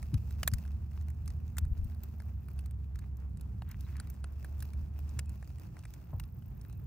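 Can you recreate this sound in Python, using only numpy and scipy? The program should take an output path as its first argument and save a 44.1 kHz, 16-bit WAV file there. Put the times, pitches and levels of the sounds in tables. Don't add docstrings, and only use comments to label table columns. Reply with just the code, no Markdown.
import sys
import numpy as np
from scipy import signal
from scipy.fft import rfft, irfft
from scipy.io import wavfile
from scipy.ndimage import uniform_filter1d

SR = 44100
rng = np.random.default_rng(int(sys.argv[2]) if len(sys.argv) > 2 else 0)


def file_out(sig):
    cols = np.atleast_2d(sig).T
    lim = np.clip(cols, -1, 1)
    pcm = np.round(lim * 32767).astype(np.int16)
    wavfile.write(sys.argv[1], SR, pcm)


def linear_from_db(decibels):
    return 10 ** (np.asarray(decibels, float) / 20)


N = 302526

# start_s, crack_peak_db, knock_over_crack_db (twig thickness), spit_over_crack_db (sap)
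POPS = [(0.027, -44, -3, -8), (0.1412, -37.5, -7.5, -17), (0.3068, -47, -4, -14), (0.39, -61.5, 3, 2),
        (0.4305, -26.5, -2.5, -10), (0.4756, -18.5, -8, 3.5), (0.5152, -47, -6, -11),
        (0.5359, -28, -10, -4), (0.5835, -47.5, -6, 2), (0.651, -59.5, 4, -17), (0.6773, -54, -5, -19),
        (0.9153, -64, 4, -11), (0.9748, -61, 7, -6), (1.0105, -55, -5, -4), (1.0834, -53.5, 0.5, -2),
        (1.1017, -51, -6, -1), (1.258, -52, -12, 0), (1.277, -36.5, -11.5, -17), (1.3027, -51, -4, -17),
        (1.5692, -39.5, -4, -3), (1.5825, -25, -8.5, -4), (1.6501, -52, -5, -6), (1.7765, -53, -12, -7),
        (1.8439, -53, -24, 3), (1.919, -69.5, 7.5, 4), (1.9467, -56, -14, -3), (2.0343, -44, -13, 9),
        (2.2004, -51.5, 2, -12), (2.2198, -56.5, -0.5, 1), (2.4843, -58, 5.5, 9), (2.5901, -42.5, -6, -11),
        (2.6584, -50, -4.5, 1), (2.7087, -52, -6, -2), (2.9562, -49, -2, -7), (2.989, -47.5, -5.5, -8),
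        (3.1693, -57.5, -29, 5), (3.3712, -50, -9.5, -2), (3.4099, -46.5, -10, -3), (3.6196, -56, 10, -2),
        (3.6891, -54, -10, 4), (3.7125, -42, -11, 1), (3.8069, -46, -15, -3), (3.9663, -48.5, -2, -6),
        (3.999, -34, -7, -19), (4.0714, -55, -2, -1), (4.0996, -44.5, -12, 4), (4.141, -54.5, -5.5, -19),
        (4.2411, -43, 1, -26), (4.445, -47, 1.5, 0), (4.5915, -55, -11, 6), (4.6034, -42.5, -13, -2),
        (4.6239, -39, -5, 2), (4.7334, -49, -6, -19), (5.0919, -47, -20, -11), (5.1903, -28, -8, -10),
        (5.258, -55, -9, -10), (5.2934, -47.5, -11, -3), (5.4254, -55.5, 6, -15), (5.5832, -55.5, -4, -16),
        (5.7671, -56.5, 6, -6), (5.79, -47.5, -12, -20), (5.8351, -54, -0.5, -19), (5.8523, -45, -2, -18),
        (5.937, -44.5, -10, 0), (6.1975, -38.5, -3, -1), (6.2365, -51.5, -6, -14), (6.422, -64.5, 4, -5),
        (6.6124, -51, -17, -10), (6.6485, -58, 1, -5), (6.6968, -56, -1.5, -3), (6.7262, -53, -17, -4.5)]
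# centre_hz, width_hz, level_db
KNOCK_MODES = [(1347, 590, -0.5), (2256, 660, -0.5), (2640, 420, -2)]
CRACK_MODES = [(3690, 1300, -3.5), (5400, 1340, 0.5), (7950, 1780, 1.5), (10570, 2300, -1),
               (14800, 2600, -6)]
SPIT_MODES = [(13100, 1640, -6), (14030, 1260, -1)]
BRANCH_MODES = [(720, 480, 0)]
# freq_hz, density_db (per Hz)
RUMBLE_COLOUR = [(24, -26.5), (36, -9), (52, 8), (85, 8.5), (130, 2), (200, -8.5), (320, -22), (520, -30),
                 (800, -58)]
RUSTLE_COLOUR = [(180, -14), (300, -2.5), (493, -14.5), (704, -10), (1350, -17), (1450, -18), (2070, -24),
                 (3400, -34), (4420, -45), (7480, -120)]
SIZZLE_COLOUR = [(1600, -32), (2600, -2.5), (3100, -15), (5000, -8), (7600, -12.5), (10600, -15.5),
                 (12000, -39), (13300, -8.5), (14800, -5), (15700, -7.5), (16400, -33)]
MEADOW_COLOUR = [(11800, -46), (13200, -24.5), (14700, -2), (15600, -2), (16400, -31)]
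# time_s, level_db
GUST = [(0.0, -44.5), (0.42, -45), (3.06, -48), (3.86, -45), (4.26, -48), (5.2, -47), (5.92, -49),
        (6.86, -45.5)]
# time_s, sizzle_db
FLAMES = [(0.0, -78), (0.53, -78.5), (0.69, -84), (1.83, -84), (2.35, -86), (2.54, -78.5), (2.77, -89.5),
          (3.04, -83), (3.65, -89), (3.82, -78), (3.93, -78.5), (4.3, -82.5), (4.62, -77.5), (4.79, -85.5),
          (5.04, -82), (5.25, -81), (6.46, -85.5), (6.86, -87)]
# time_s, firing_hz, level_db, third_multiple_db
ENGINE = [(0.0, 70.19, -41.5, -64), (0.66, 70.11, -38, -57), (1.22, 78.03, -38.5, -65.5),
          (1.87, 75.67, -40.5, -59), (2.53, 67.5, -39, -65.5), (3.708, 66.44, -42.5, -71),
          (4.599, 72.3, -38.5, -67.5), (5.26, 71.63, -37.5, -64), (5.9, 50.2, -65, -79)]
# start_s, peak_db, start_hz, length_ms, left_minus_right_db
THUMPS = [(0.127, -21.5, 179.3, 51.5, 3), (.520, -21.5, 135.4, 43, 3.5), (1.608, -26, 120, 53, 4),
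          (1.655, -29, 100, 35, -3.5), (1.707, -25, 94, 38, 5), (1.778, -33, 68, 42, 9.5),
          (1.816, -29, 90, 29, 6), (1.848, -29, 135, 25, 5), (6.125, -32, 178.6, 42.5, 1)]
# start_s, end_s, first_rate_per_s, last_rate_per_s, typical_tick_db
TRILLS = [(1.637, 2.57, 46.3, 38, -56.5), (6.047, 6.886, 43, 45.3, -53)]
# start_s, length_s, peak_level_db
STIRS = [(3.012, 0.04, -65), (3.642, 0.13, -64), (3.798, 0.32, -65)]
# start_s, length_s, pitch_hz, peak_level_db (before flutter)
WHISTLES = [(3.80, .07, 3950, -75), (5.24, .16, 2600, -79), (6.62, .2, 2600, -84), (6.69, .06, 3950, -78)]
# freq_hz, left_lead_rad
PORT_PHASE = [(0, 0.5), (1810, 0), (3100, 0.9), (4820, 1.5), (5170, 2), (5680, 1.25), (6460, -0.5),
              (6800, 2.5), (7840, -3), (8790, 2.5), (11700, -2.5), (13400, -4), (16300, -9.5)]
# freq_hz, left_minus_right_db
PORT_BALANCE = [(60, -2), (110, 0), (200, -5), (380, -3.5), (700, -0.5), (1290, 3.5), (2380, 2), (4400, 0),
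                (8120, -3.5), (15000, 1)]
# freq_hz, shared_power_fraction (0-1)
LIKENESS = [(60, 1), (130, 0.97), (290, 0.29), (640, 0), (1410, 0.05), (3100, 0), (6820, 0), (15000, 0.17)]

CALM_DB, MEADOW_DB = -83, -93.5
RUSTLE_DB, RUSTLE_DB_PER_DB = -74, 0.36
CRACKS_PER_S, CRACKS_DB_PER_DB = 130, 0.4
FLARE_DB, FLARES_PER_S = 1.5, 18
BRANCH_DB, BRANCH_DB_PER_DB = -4.5, 1.9
THUD_S, THUD_PEAK_DB = 6.130, -40.5
T = np.arange(N) / SR
HZ = np.fft.rfftfreq(N, 1 / SR)


def along(table, hz):
    f, v = np.transpose(table)
    return np.interp(np.log(hz + 1), np.log(np.maximum(f, 0) + 1), v)


def over_time(table):
    return np.interp(T, *np.transpose(table))


def unit(x):
    return x / np.sqrt(np.mean(x ** 2))


def bandpass(x, lo_hz, hi_hz, order):
    sos = signal.butter(order, [lo_hz, hi_hz], "band", fs=SR, output="sos")
    return signal.sosfilt(sos, x)


def walk(rate_per_s):
    hold = int(SR / rate_per_s)
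    steps = np.repeat(rng.standard_normal(N // hold + 1), hold)
    return 2.08 * uniform_filter1d(uniform_filter1d(steps, hold), hold)[:N]


def swell(start_s, length_s):
    return np.sin(np.pi * np.clip((T - start_s) / length_s, 0, 1))


def ports(x):
    half = linear_from_db(along(PORT_BALANCE, HZ) / 2) * np.exp(0.5j * along(PORT_PHASE, HZ))
    spectrum = rfft(x)
    return np.array([irfft(spectrum * half, N), irfft(spectrum / half, N)])


def spread(x, other, colour):
    like = np.clip(along(LIKENESS, HZ), 0, 1)
    gain = linear_from_db(along(colour, HZ))
    shared = ports(irfft(rfft(x) * gain * np.sqrt(like), N))
    return shared + irfft(rfft(other) * gain * np.sqrt(1 - like), N)


def bed(colour, lo_hz, hi_hz, level_db, grains=0):
    x = spread(rng.standard_normal(N), rng.standard_normal((2, N)), colour)
    coloured_grains = irfft(rfft(grains + np.zeros(N)) * linear_from_db(along(colour, HZ)), N)
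    x = x + ports(coloured_grains)
    band = bandpass(x.mean(axis=0), lo_hz, hi_hz, 4)
    return x * linear_from_db(level_db) / np.sqrt(np.mean(band ** 2))


def wind():
    return bed(RUMBLE_COLOUR, 90, 190, over_time(GUST) + 0.8 * walk(14))


def crackle(rate_per_s, size_db, scatter_db):
    when, big = rng.random(N), rng.exponential(1, N)
    hits = (when < rate_per_s / SR) * linear_from_db(size_db + np.minimum(scatter_db * big, 14.0))
    decay = np.exp(-1 / (0.00057 * SR))
    return signal.lfilter([1], [1, -decay], hits) * rng.standard_normal(N)


def fire():
    sizzle_db = over_time(FLAMES)
    lively_db = sizzle_db - CALM_DB
    flare_db = 1.2 * walk(25)
    small = crackle(CRACKS_PER_S * linear_from_db(CRACKS_DB_PER_DB * lively_db), 10.0, 3.0)
    rubbing = crackle(260, 7.0, 3.0)
    rustle_db = RUSTLE_DB + RUSTLE_DB_PER_DB * lively_db + flare_db
    rustle = bed(RUSTLE_COLOUR, 788, 1800, rustle_db, 0.25 * small + 0.34 * rubbing)
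    sizzle_db = sizzle_db + flare_db + FLARE_DB * walk(FLARES_PER_S)
    sizzle = bed(SIZZLE_COLOUR, 4900, 8400, sizzle_db, 0.8 * small + 0.27 * rubbing)
    return rustle + sizzle


def meadow():
    return bed(MEADOW_COLOUR, 12500, 16200, MEADOW_DB + 0.92 * walk(30))


def engine():
    s, hz, db, third_db = np.transpose(ENGINE)
    turn = 2 * np.pi * np.cumsum(np.interp(T, s, hz) * (1 + 0.0065 * walk(15))) / SR
    firing = linear_from_db(np.interp(T, s, db) + 0.5 * walk(16)) * np.sin(turn)
    third = linear_from_db(np.interp(T, s, third_db) + 0.61 * walk(2.9)) * np.sin(3 * turn)
    fade = np.clip((s[-1] - T) / 0.13, 0, 1)
    return np.sqrt(2) * fade * (firing + third)


def ring(burst, modes, chance):
    f = np.fft.rfftfreq(len(burst), 1 / SR)
    gain = 0
    for k, ((hz, width, db), (shift, size)) in enumerate(zip(modes, chance)):
        centre = hz * (1 + 0.05 * shift)
        height = linear_from_db(db + 1.8 * size)
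        mode = height * 1j * f * width / (centre ** 2 - f ** 2 + 1j * f * width)
        gain = gain + (-1) ** k * mode
    out = irfft(rfft(burst) * gain * np.abs(gain) ** 0.3, len(burst))
    return out / np.abs(out).max()


def pops():
    size = 2048
    out, t = np.zeros(N + size), np.arange(size) / SR
    noise = rng.standard_normal((len(POPS), 2, size))
    chance = rng.standard_normal((len(POPS), 4, 5, 2))
    for (s, crack_db, thick_db, sap_db), (a, b), rows in zip(POPS, noise, chance):
        knock_db = crack_db + thick_db
        branch_db = crack_db + BRANCH_DB + BRANCH_DB_PER_DB * thick_db
        spit_db = crack_db + sap_db
        hold_s = 0.004 * linear_from_db(0.027 * (max(crack_db, knock_db) + 25.5))
        splinter = a * np.minimum(t / 0.00056, 1) * np.exp(-(t / hold_s) ** 2.4)
        scatter = linear_from_db(-13) * b * np.minimum(t / 0.001, 1) * np.exp(-(t / (2.1 * hold_s)) ** 2)
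        i = int(s * SR)
        levels_db = (crack_db, branch_db, knock_db, spit_db)
        parts = (CRACK_MODES, BRANCH_MODES, KNOCK_MODES, SPIT_MODES)
        for db, modes, row in zip(levels_db, parts, rows):
            out[i:i + size] += linear_from_db(db) * ring(splinter + scatter, modes, row)
    return out[:N]


def thumps():
    out = np.zeros((2, N))
    for s, db, hz, ms, pan_db in THUMPS:
        u = np.clip((T - s) * 1000 / ms, 0, 1)
        turn = 2 * np.pi * hz * ms / 1000 * (u - 0.39 * u ** 2)
        swing = np.sin(turn) + 0.24 * (1 - u) * np.sin(2 * turn)
        sides_db = db + np.array([[pan_db], [-pan_db]]) / 2
        out += linear_from_db(sides_db) * np.sin(np.pi * u) ** 1.42 * swing
    return out


def insect():
    clicks = np.zeros(N + SR)
    for start, end, first, last, db in TRILLS:
        t = np.arange(start, end, 1 / SR)
        strokes = np.cumsum(np.interp(t, [start, end], [first, last])) / SR
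        at = int(start * SR) + np.r_[0, np.flatnonzero(np.diff(strokes // 1))]
        a, b, late = rng.standard_normal((len(at), 3)).T
        gap_s = 0.0035 + 0.0004 * np.clip(late, -2, 2)
        clicks[at] += linear_from_db(db + 3.4 * a)
        clicks[at + (SR * gap_s).astype(int)] += linear_from_db(db - 7 + 4.0 * b)
    t = np.arange(-40, 41) / SR
    tick = np.exp(-(t / 0.00022) ** 2) * np.cos(2 * np.pi * 14400 * t)
    return np.convolve(clicks, tick, "same")[:N]


def stirring():
    grains = crackle(350, 12.0, 3.5) + rng.standard_normal(N)
    grains = unit(bandpass(grains, 900, 2300, 2))
    return grains * sum(linear_from_db(db) * swell(s, length) for s, length, db in STIRS)


def whistles():
    out = np.zeros(N)
    for s, length, hz, db in WHISTLES:
        hiss = unit(bandpass(rng.standard_normal(N), 0.96 * hz, 1.04 * hz, 2))
        flutter = linear_from_db(3.0 * walk(70))
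        out += linear_from_db(db) * flutter * swell(s, length) * hiss
    return out


def thud():
    t = np.maximum(T - THUD_S, 0)
    decay = np.exp(-t / 0.002) + 0.3 * np.exp(-t / 0.028)
    knock = bandpass((t > 0) * decay * rng.standard_normal(N), 180, 950, 4)
    return linear_from_db(THUD_PEAK_DB) * knock / np.abs(knock).max()


def scene():
    backgrounds = wind() + fire() + meadow()
    points = engine() + pops() + insect() + stirring() + whistles() + thud()
    return backgrounds + thumps() + ports(points)


def band_limit(x):
    return signal.sosfilt(signal.butter(12, 16710, fs=SR, output="sos"), x)


def record(dry):
    steep = signal.ellip(6, 0.3, 40, 15900, fs=SR, output="sos")
    heard = signal.sosfilt(steep, dry)
    return band_limit(heard)


dry = scene()
out = record(dry)
file_out(out)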